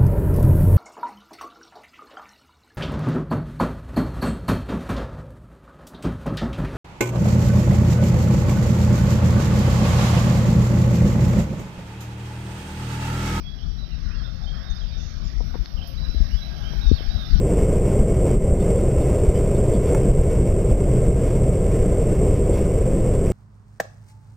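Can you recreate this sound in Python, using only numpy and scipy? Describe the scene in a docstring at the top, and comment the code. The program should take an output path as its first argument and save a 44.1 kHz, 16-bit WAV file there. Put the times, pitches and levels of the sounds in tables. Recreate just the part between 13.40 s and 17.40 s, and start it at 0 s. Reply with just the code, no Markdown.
"""A leafy garden is heard through a hand-held camera: hiss and traffic hum at the open right microphone,
the rumble of the hand at the muffled left one. Small birds whistle far off from the start, and the grip
begins to thump. A distant crow caws twice in rasping pulses, while faint traffic tones come and go.
From two seconds on, fingers tap and scuff the casing, and the hiss grows as the camera zooms in."""
import sys
import numpy as np
from scipy import signal
from scipy.fft import rfft, irfft, next_fast_len
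from scipy.io import wavfile
from scipy.ndimage import uniform_filter1d, map_coordinates

SR = 44100
rng = np.random.default_rng(int(sys.argv[2]) if len(sys.argv) > 2 else 0)


def transcribe(u):
    """Save the signal u as a 16-bit wav file named by the first command-line argument.

    u: samples, shape (n,) or (channels, n), limited to [-1, 1]; the rate is SR.
    q: integer samples, one column per channel.
    """
    v = np.clip(np.atleast_2d(u).T, -1, 1)
    q = np.round(v * 32767).astype(np.int16)
    wavfile.write(sys.argv[1], SR, q)


N = 176400

# Spectra of the background noises (frequency [Hz], relative density [dB])
HISS_SPECTRUM = [(300, -29.5), (480, -8), (610, 6), (720, 5), (900, -5.5), (1080, -3), (1200, 0.5),
                 (1630, 1), (1780, -1.5), (2700, -4), (3100, -3.5), (3800, -0.5), (4700, 1), (5550, 3.5),
                 (5900, -7), (6500, -18.5), (7000, -37.5), (7600, -59)]
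HUM_SPECTRUM = [(20, -24), (35, -30.5), (60, -0.5), (100, -15.5), (180, -3.5), (245, -5.5), (300, -10),
                (420, -16), (600, -52.5), (1500, -64.5)]
FIZZ_SPECTRUM = [(8000, -45.5), (9500, -26.5), (10800, -15.5), (11800, 0), (12600, -9.5), (13400, -10.5),
                 (14000, -18), (14800, -18.5), (15700, -22.5)]
RUMBLE_SPECTRUM = [(10, -58), (22, -8.5), (35, 2.5), (52, 1), (70, -5.5), (100, -12.5), (160, -13.5),
                   (220, -21.5), (300, -33.5), (500, -43.5), (900, -87)]
MUFFLED_SPECTRUM = [(200, 5), (380, 6), (470, 1.5), (520, 6), (570, -5), (700, 2), (900, -2.5), (1250, 0.5),
                    (1600, -13), (2600, -15), (3300, -12.5), (4800, -20), (8000, -42.5), (15000, -39)]
# Envelopes of the background noises (time [s], level [dB])
HISS_ENVELOPE = [(0, -48), (1, -45.5), (1.9, -44), (2.4, -44.5), (2.8, -42), (3.3, -40), (3.6, -39.5),
                 (4, -40)]
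HUM_ENVELOPE = [(0, -50.5), (2, -48.5), (3, -45.5), (4, -40)]
FIZZ_ENVELOPE = [(0, -70.5), (1.5, -70), (2.2, -64.5), (3.3, -60.5), (4, -61)]
RUMBLE_ENVELOPE = [(0, -23.5), (1.2, -26), (1.7, -24), (2.02, -25), (2.22, -21), (2.25, -44), (2.30, -29),
                   (2.34, -25), (2.7, -23), (3.1, -25), (3.5, -20.5), (3.85, -22), (4, -8.5)]
# Bird notes (time [s], duration [s], time to the turn [s], start pitch [Hz], turning pitch [Hz],
# end pitch [Hz], relative level [dB], roughness [0-1])
BIRD_NOTES = [ (0.036, 0.09, 0.035, 3316, 3345, 3360, -42.5, 0),
              (0.186, 0.057, 0.026, 3150, 3000, 3350, -45, 1),
              (0.384, 0.06, 0.049, 3950, 3930, 3690, -41.5, 0.17),
              (0.455, 0.1, 0.02, 3220, 3170, 2600, -53.5, .45),
              (.515, 0.065, 0.025, 3850, 3900, 3730, -52, .45),
              (0.708, 0.055, 0.04, 2380, 2720, 2800, -50, 0.4),
              (0.758, 0.075, 0.055, 3370, 3290, 3080, -47.5, 0.35),
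              (.835, .03, 0.017, 3950, 3550, 3680, -42.5, 0.54),
              (1.035, 0.019, 0.0089, 3440, 3670, 3650, -44, .2),
              (1.066, 0.055, 0.05, 3087, 3280, 3290, -45, 0),
              (1.125, 0.12, 0.05, 3280, 3300, 3520, -53, 0.1),
              (1.148, 0.12, 0.046, 5210, 5330, 5360, -47.5, 0.2),
              (1.239, 0.1, 0.026, 3720, 3740, 3600, -43.5, 0.12),
              (1.3, 0.02, 0.003, 6350, 6280, 6030, -49, 0), (1.354, .028, .015, 4870, 4900, 4850, -45, 0.1),
              (1.382, .026, .014, 4850, 3950, 3850, -43, .4),
              (1.412, 0.036, 0.014, 3380, 3260, 3100, -44.5, 0),
              (1.48, .06, .012, 4830, 4760, 4400, -50.5, .3),
              (1.509, 0.11, 0.023, 3700, 3756, 3560, -48, .2),
              (1.843, 0.05, .025, 3004, 3670, 3670, -53, 0.5),
              (1.848, 0.048, 0.006, 6880, 6800, 6050, -52, 0.1),
              (1.98, 0.079, .025, 5600, 5620, 5170, -49, 0.25),
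              (2.372, 0.06, 0.03, 3150, 2850, 3180, -43, 1),
              (2.572, .03, 0.014, 3910, 3948, 3890, -43.5, 0.08),
              (2.622, 0.038, 0.025, 3940, 3990, 3900, -39, 0),
              (2.68, 0.13, 0.044, 3960, 3960, 3950, -50, 0.12),
              (2.908, 0.05, 0.03, 2700, 2930, 3180, -46.5, 0.3),
              (2.965, 0.04, 0.02, 3280, 3360, 3340, -43.5, 0.05),
              (3.012, 0.045, 0.02, 3850, 3930, 3980, -39.5, 0.2),
              (3.237, 0.07, 0.06, 2960, 3220, 3230, -43, 0.15),
              (3.411, .105, 0.019, 3680, 3860, 3584, -38, 0.05),
              (3.525, 0.069, 0.029, 3630, 4540, 3200, -37, 0.32),
              (3.585, .028, .014, 3200, 3060, 3060, -41.5, 0),
              (3.698, 0.17, .037, 3740, 3927, 3570, -40, 0.12),
              (3.848, 0.048, 0.029, 5450, 5360, 5220, -46.5, 0.16),
              (3.906, .06, 0.016, 4700, 4770, 3000, -42.5, .35)]
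# Flexing of the camera body (time [s], level [dB], frequency [Hz], duration [s])
GRIP_THUMPS = [(0.28, -15.5, 41, 0.043), (0.692, -11, 43.2, 0.025), (1.293, -11.5, 39.4, 0.041),
               (1.939, -18, 38.5, 0.089), (2.341, -13, 52, 0.02), (2.672, -12.5, 35, 0.044),
               (2.75, -12.5, 55, 0.045), (2.798, -5, 46.7, 0.041), (2.928, -7, 48, 0.04),
               (3.36, -11, 41, 0.059), (3.451, -3.5, 44, 0.06), (3.516, -3.5, 63, .036),
               (3.667, -11, 32.3, 0.055), (3.747, -10, 58.5, 0.029), (3.93, -5.5, 36.3, 0.044)]
# Thin far calls (time [s], duration [s], centre [Hz], width [Hz], relative level [dB])
THIN_CALLS = [(0.6, 0.13, 5360, 600, -54), (1.016, 0.049, 790, 60, -46), (1.577, 0.14, 6070, 440, -50)]
# Crow caws (time [s], duration [s], relative level [dB])
CROW_CAWS = [(0.641, 0.17, -44), (1.114, 0.2, -45.5)]
# Resonance of the crow's throat (frequency [Hz], relative gain [dB])
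CROW_THROAT = [(600, -48), (1000, 1), (1400, 10.5), (1950, 6.5), (2200, -4), (4000, -47.5)]
# Traffic tones (time [s], duration [s], centre [Hz], width [Hz], left level [dB], right level [dB])
TRAFFIC_TONES = [(0.684, 0.89, 527.4, 7.4, -57, -72.5), (2.01, 0.31, 238, 29, -75, -49),
                 (2.363, 0.41, 526, 12, -54, -71), (2.8, 1.2, 1615, 24, -81.5, -54.5),
                 (3.046, 0.4, 819, 7, -78, -53), (3.3, 0.97, 1464, 12, -82.5, -55.5)]
# Ticks and scuffs (time [s], centre [Hz], width [Hz], T60 [s], left level [dB], right level [dB])
CASING_TICKS = [(2.005, 3500, 900, 0.018, -52, -62), (2.142, 800, 450, 0.078, -34, -49),
                (2.147, 2800, 1100, .05, -52, -60), (2.246, 4630, 1000, 0.24, -51, -62),
                (2.2588, 4500, 700, 0.0073, -23, -36), (2.2585, 1500, 1200, 0.0089, -32.5, -49),
                (2.474, 5500, 400, 0.021, -71, -35.5), (2.473, 12600, 1517, 0.21, -78, -45.5),
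                (2.8, 650, 200, .07, -45, -71), (3.514, 5500, 1220, 0.083, -60, -59)]
# Finger taps (time [s], level [dB], contact frequency [Hz])
FINGER_TAPS = [(2.006, -27, 515), (2.01, -25, 374), (2.148, -29, 520), (2.152, -29.5, 700),
               (2.156, -20.5, 320), (2.695, -30.5, 230), (2.748, -19.5, 162), (2.807, -15, 123),
               (3.336, -28, 520), (3.5161, -3, 195), (3.5241, -14.5, 129), (3.608, -24, 258)]
# Modes of the camera body (frequency [Hz], relative level [dB], T60 [s])
BODY_MODES = [(70.5, -12, 0.032), (232, -9.5, 0.013), (457, -7, 0.031), (950, -7, 0.067)]

BIRD_LEFT_DB = -32  # attenuation at the muffled microphone


def amp(db):
    """Amplitude ratio: a factor of ten for every 20 dB."""
    return 10 ** (np.asarray(db) / 20)


def stereo(left_db, right_db):
    """Level difference between the microphones, as a column of two gains."""
    return amp([[left_db], [right_db]])


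def unit(x):
    """Normalisation to rms 1."""
    return x / np.sqrt(np.mean(x ** 2) + 1e-20)


def clock():
    """Uniform sampling: the time of each sample in seconds."""
    return np.arange(N) / SR


def wobble(rate):
    """Random modulation: a spline through `rate` Gaussian knots a second."""
    return map_coordinates(rng.standard_normal(int(N * rate / SR) + 4), [clock() * rate])


def filtered(x, response):
    """Linear filtering: the spectrum is multiplied by a frequency response."""
    size = next_fast_len(N + SR // 2)
    return irfft(rfft(x, size) * response(np.fft.rfftfreq(size, 1 / SR)), size)[..., :N]


def coloured(x, spectrum):
    """Spectral shaping, interpolated in log frequency, at rms 1."""
    knots_hz, db = np.transpose(spectrum)
    return unit(filtered(x, lambda hz: amp(np.interp(np.log(hz + 1), np.log(knots_hz), db))))


def band(centre_hz, width_hz):
    """Band-pass noise with a Gaussian response whose standard deviation is the width."""
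    noise = rng.standard_normal(N)
    return unit(filtered(noise, lambda hz: np.exp(-.5 * ((hz - centre_hz) / width_hz) ** 2)))


def rush(spectrum, patchy_db):
    """Fluctuating noise: its gain varies in random patches of time and frequency."""
    cells = signal.stft(rng.standard_normal(N), nperseg=512)[2]
    patches = uniform_filter1d(rng.standard_normal(cells.shape), size=3, axis=0)
    patches = unit(uniform_filter1d(patches, size=14, axis=1))
    noise = signal.istft(cells * amp(patchy_db * patches), nperseg=512)[1][:N]
    return coloured(noise, spectrum)


def level(envelope):
    """Amplitude envelope, interpolated in decibels."""
    return amp(np.interp(clock(), *np.transpose(envelope)))


def gate(start, length, attack, release):
    """Time window with linear ramps centred on its two ends, all in seconds."""
    t = clock() - start
    return np.clip(t / attack + .5, 0, 1) * np.clip((length - t) / release + .5, 0, 1)


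def garden(x, wall_db=-13.5, tail_db=-8, t60_s=0.95):
    """Reverberation: six walls reflect distinct echoes, and leaves scatter a decaying tail."""
    t = np.arange(SR) / SR
    tail = rng.standard_normal(SR) * amp(-60 * t / t60_s) * (1 - np.exp(-t / 0.023))
    delays_s = np.geomspace(.008, .11, 6) * rng.uniform(.85, 1.15, size=6)
    walls = np.bincount((delays_s * SR).astype(int), minlength=SR)
    reflections = amp(wall_db) * walls + amp(tail_db) * tail / np.linalg.norm(tail)
    return x + signal.fftconvolve(x, reflections)[:N]


def background():
    """Broadband noise: airborne sound on the right; hand rumble and muffled air on the left."""
    hiss = level(HISS_ENVELOPE) * rush(HISS_SPECTRUM, patchy_db=3)
    hum = level(HUM_ENVELOPE) * rush(HUM_SPECTRUM, patchy_db=4.5)
    fizz = level(FIZZ_ENVELOPE) * rush(FIZZ_SPECTRUM, patchy_db=2.5)
    lumps = amp(2 * wobble(20))
    rumble = level(RUMBLE_ENVELOPE) * lumps * rush(RUMBLE_SPECTRUM, patchy_db=0.5)
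    muffled_air = amp(-54) * rush(MUFFLED_SPECTRUM, patchy_db=3)
    return np.array([rumble + muffled_air, hiss + hum + fizz])


def bird_whistles():
    """Frequency modulation: each tone glides to a turning pitch and away; rough ones warble fast."""
    t, notes = clock(), np.zeros(N)
    waver = 1 + .002 * wobble(160)
    warble = 0.0497 * wobble(450)
    flutter = amp(3 * wobble(60))
    for start, length, turn, start_hz, turn_hz, end_hz, db, roughness in BIRD_NOTES:
        into = np.sin(np.pi / 2 * np.clip((t - start) / turn, 0, 1))
        away = np.sin(np.pi / 2 * np.clip((t - start - turn) / max(length - turn, 1e-3), 0, 1)) ** 2
        hz = start_hz + (turn_hz - start_hz) * into + (end_hz - turn_hz) * away
        phase = 2 * np.pi * np.cumsum(hz * (waver + roughness * warble)) / SR
        notes += amp(db) * gate(start, length, attack=0.0092, release=0.011) * np.sin(phase)
    return stereo(BIRD_LEFT_DB, 0) * amp(-1.5) * garden(np.sqrt(2) * notes * flutter)


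def grip_thumps():
    """Structure-borne sound: the grip flexes the body in low tones under half-sine windows."""
    thumps = np.zeros(N)
    for start, db, hz, length in GRIP_THUMPS:
        t = np.clip(clock() - start, 0, length)
        thumps += amp(db) * np.sin(np.pi * t / length) * np.sin(2 * np.pi * hz * t)
    return stereo(0, -40) * thumps


def thin_calls():
    """Band-limited bursts: far calls, each blurred to a band of noise and smeared by echoes."""
    calls = sum(amp(db) * band(hz, width) * gate(start, length, attack=0.048, release=0.045)
                for start, length, hz, width, db in THIN_CALLS)
    return stereo(BIRD_LEFT_DB, 0) * garden(calls)


def crow(pitch_hz=186, rasp=.7):
    """Source and filter: jittering pulses and rasping noise excite the throat's resonance."""
    cycles = np.cumsum(pitch_hz * (1 + 0.045 * wobble(70))) / SR
    pulses = unit(np.diff(np.floor(cycles), prepend=0))
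    voice = coloured((1 - rasp) * pulses + rasp * rng.standard_normal(N), CROW_THROAT)
    envelope = sum(amp(db) * gate(start + 0.012, length - .02, attack=0.083, release=0.31)
                   for start, length, db in CROW_CAWS)
    return stereo(-20, 0) * garden(voice * envelope)


def traffic_drones():
    """Narrow-band noise: close frequencies beat, so the tones of far traffic waver."""
    return sum(stereo(left, right) * band(hz, width) * gate(start, length, attack=0.19, release=0.25)
               for start, length, hz, width, left, right in TRAFFIC_TONES)


def casing_ticks(attack_s=0.00033):
    """Damped transients: each click or scuff is a band of noise that decays exponentially."""
    ticks = np.zeros((2, N))
    for start, hz, width, t60, left, right in CASING_TICKS:
        t = np.maximum(clock() - start, 0)
        envelope = (1 - np.exp(-(t / attack_s) ** 2)) * amp(-60 * t / t60)
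        ticks += stereo(left, right) * band(hz, width) * envelope
    return ticks


def finger_taps():
    """Modal excitation: a push and pull rings the body; soft contact weakens the higher modes."""
    taps = np.zeros(N)
    for start, db, contact_hz in FINGER_TAPS:
        phase = 2 * np.pi * contact_hz * (clock() - start)
        push_pull = -phase * np.exp((1 - phase ** 2) / 2)
        t = np.maximum(clock() - start, 0)
        ring = sum(amp(mode_db - 60 * t / t60) * np.sin(2 * np.pi * hz * t)
                   for hz, mode_db, t60 in BODY_MODES)
        soft_ring = filtered(ring, lambda hz: np.exp(-(hz / (2 * contact_hz)) ** 2))
        taps += amp(db) * (push_pull - soft_ring)
    return stereo(0, -44.5) * taps


def scene():
    """Superposition: the sources add at each microphone."""
    return (background() + bird_whistles() + grip_thumps() + thin_calls() + crow()
            + traffic_drones() + casing_ticks() + finger_taps())


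def record(dry):
    """Band limiting: the camera passes nothing above its cutoff."""
    cutoff_hz = 15750
    return filtered(dry, lambda hz: hz < cutoff_hz)


dry = scene()
out = record(dry)
transcribe(out)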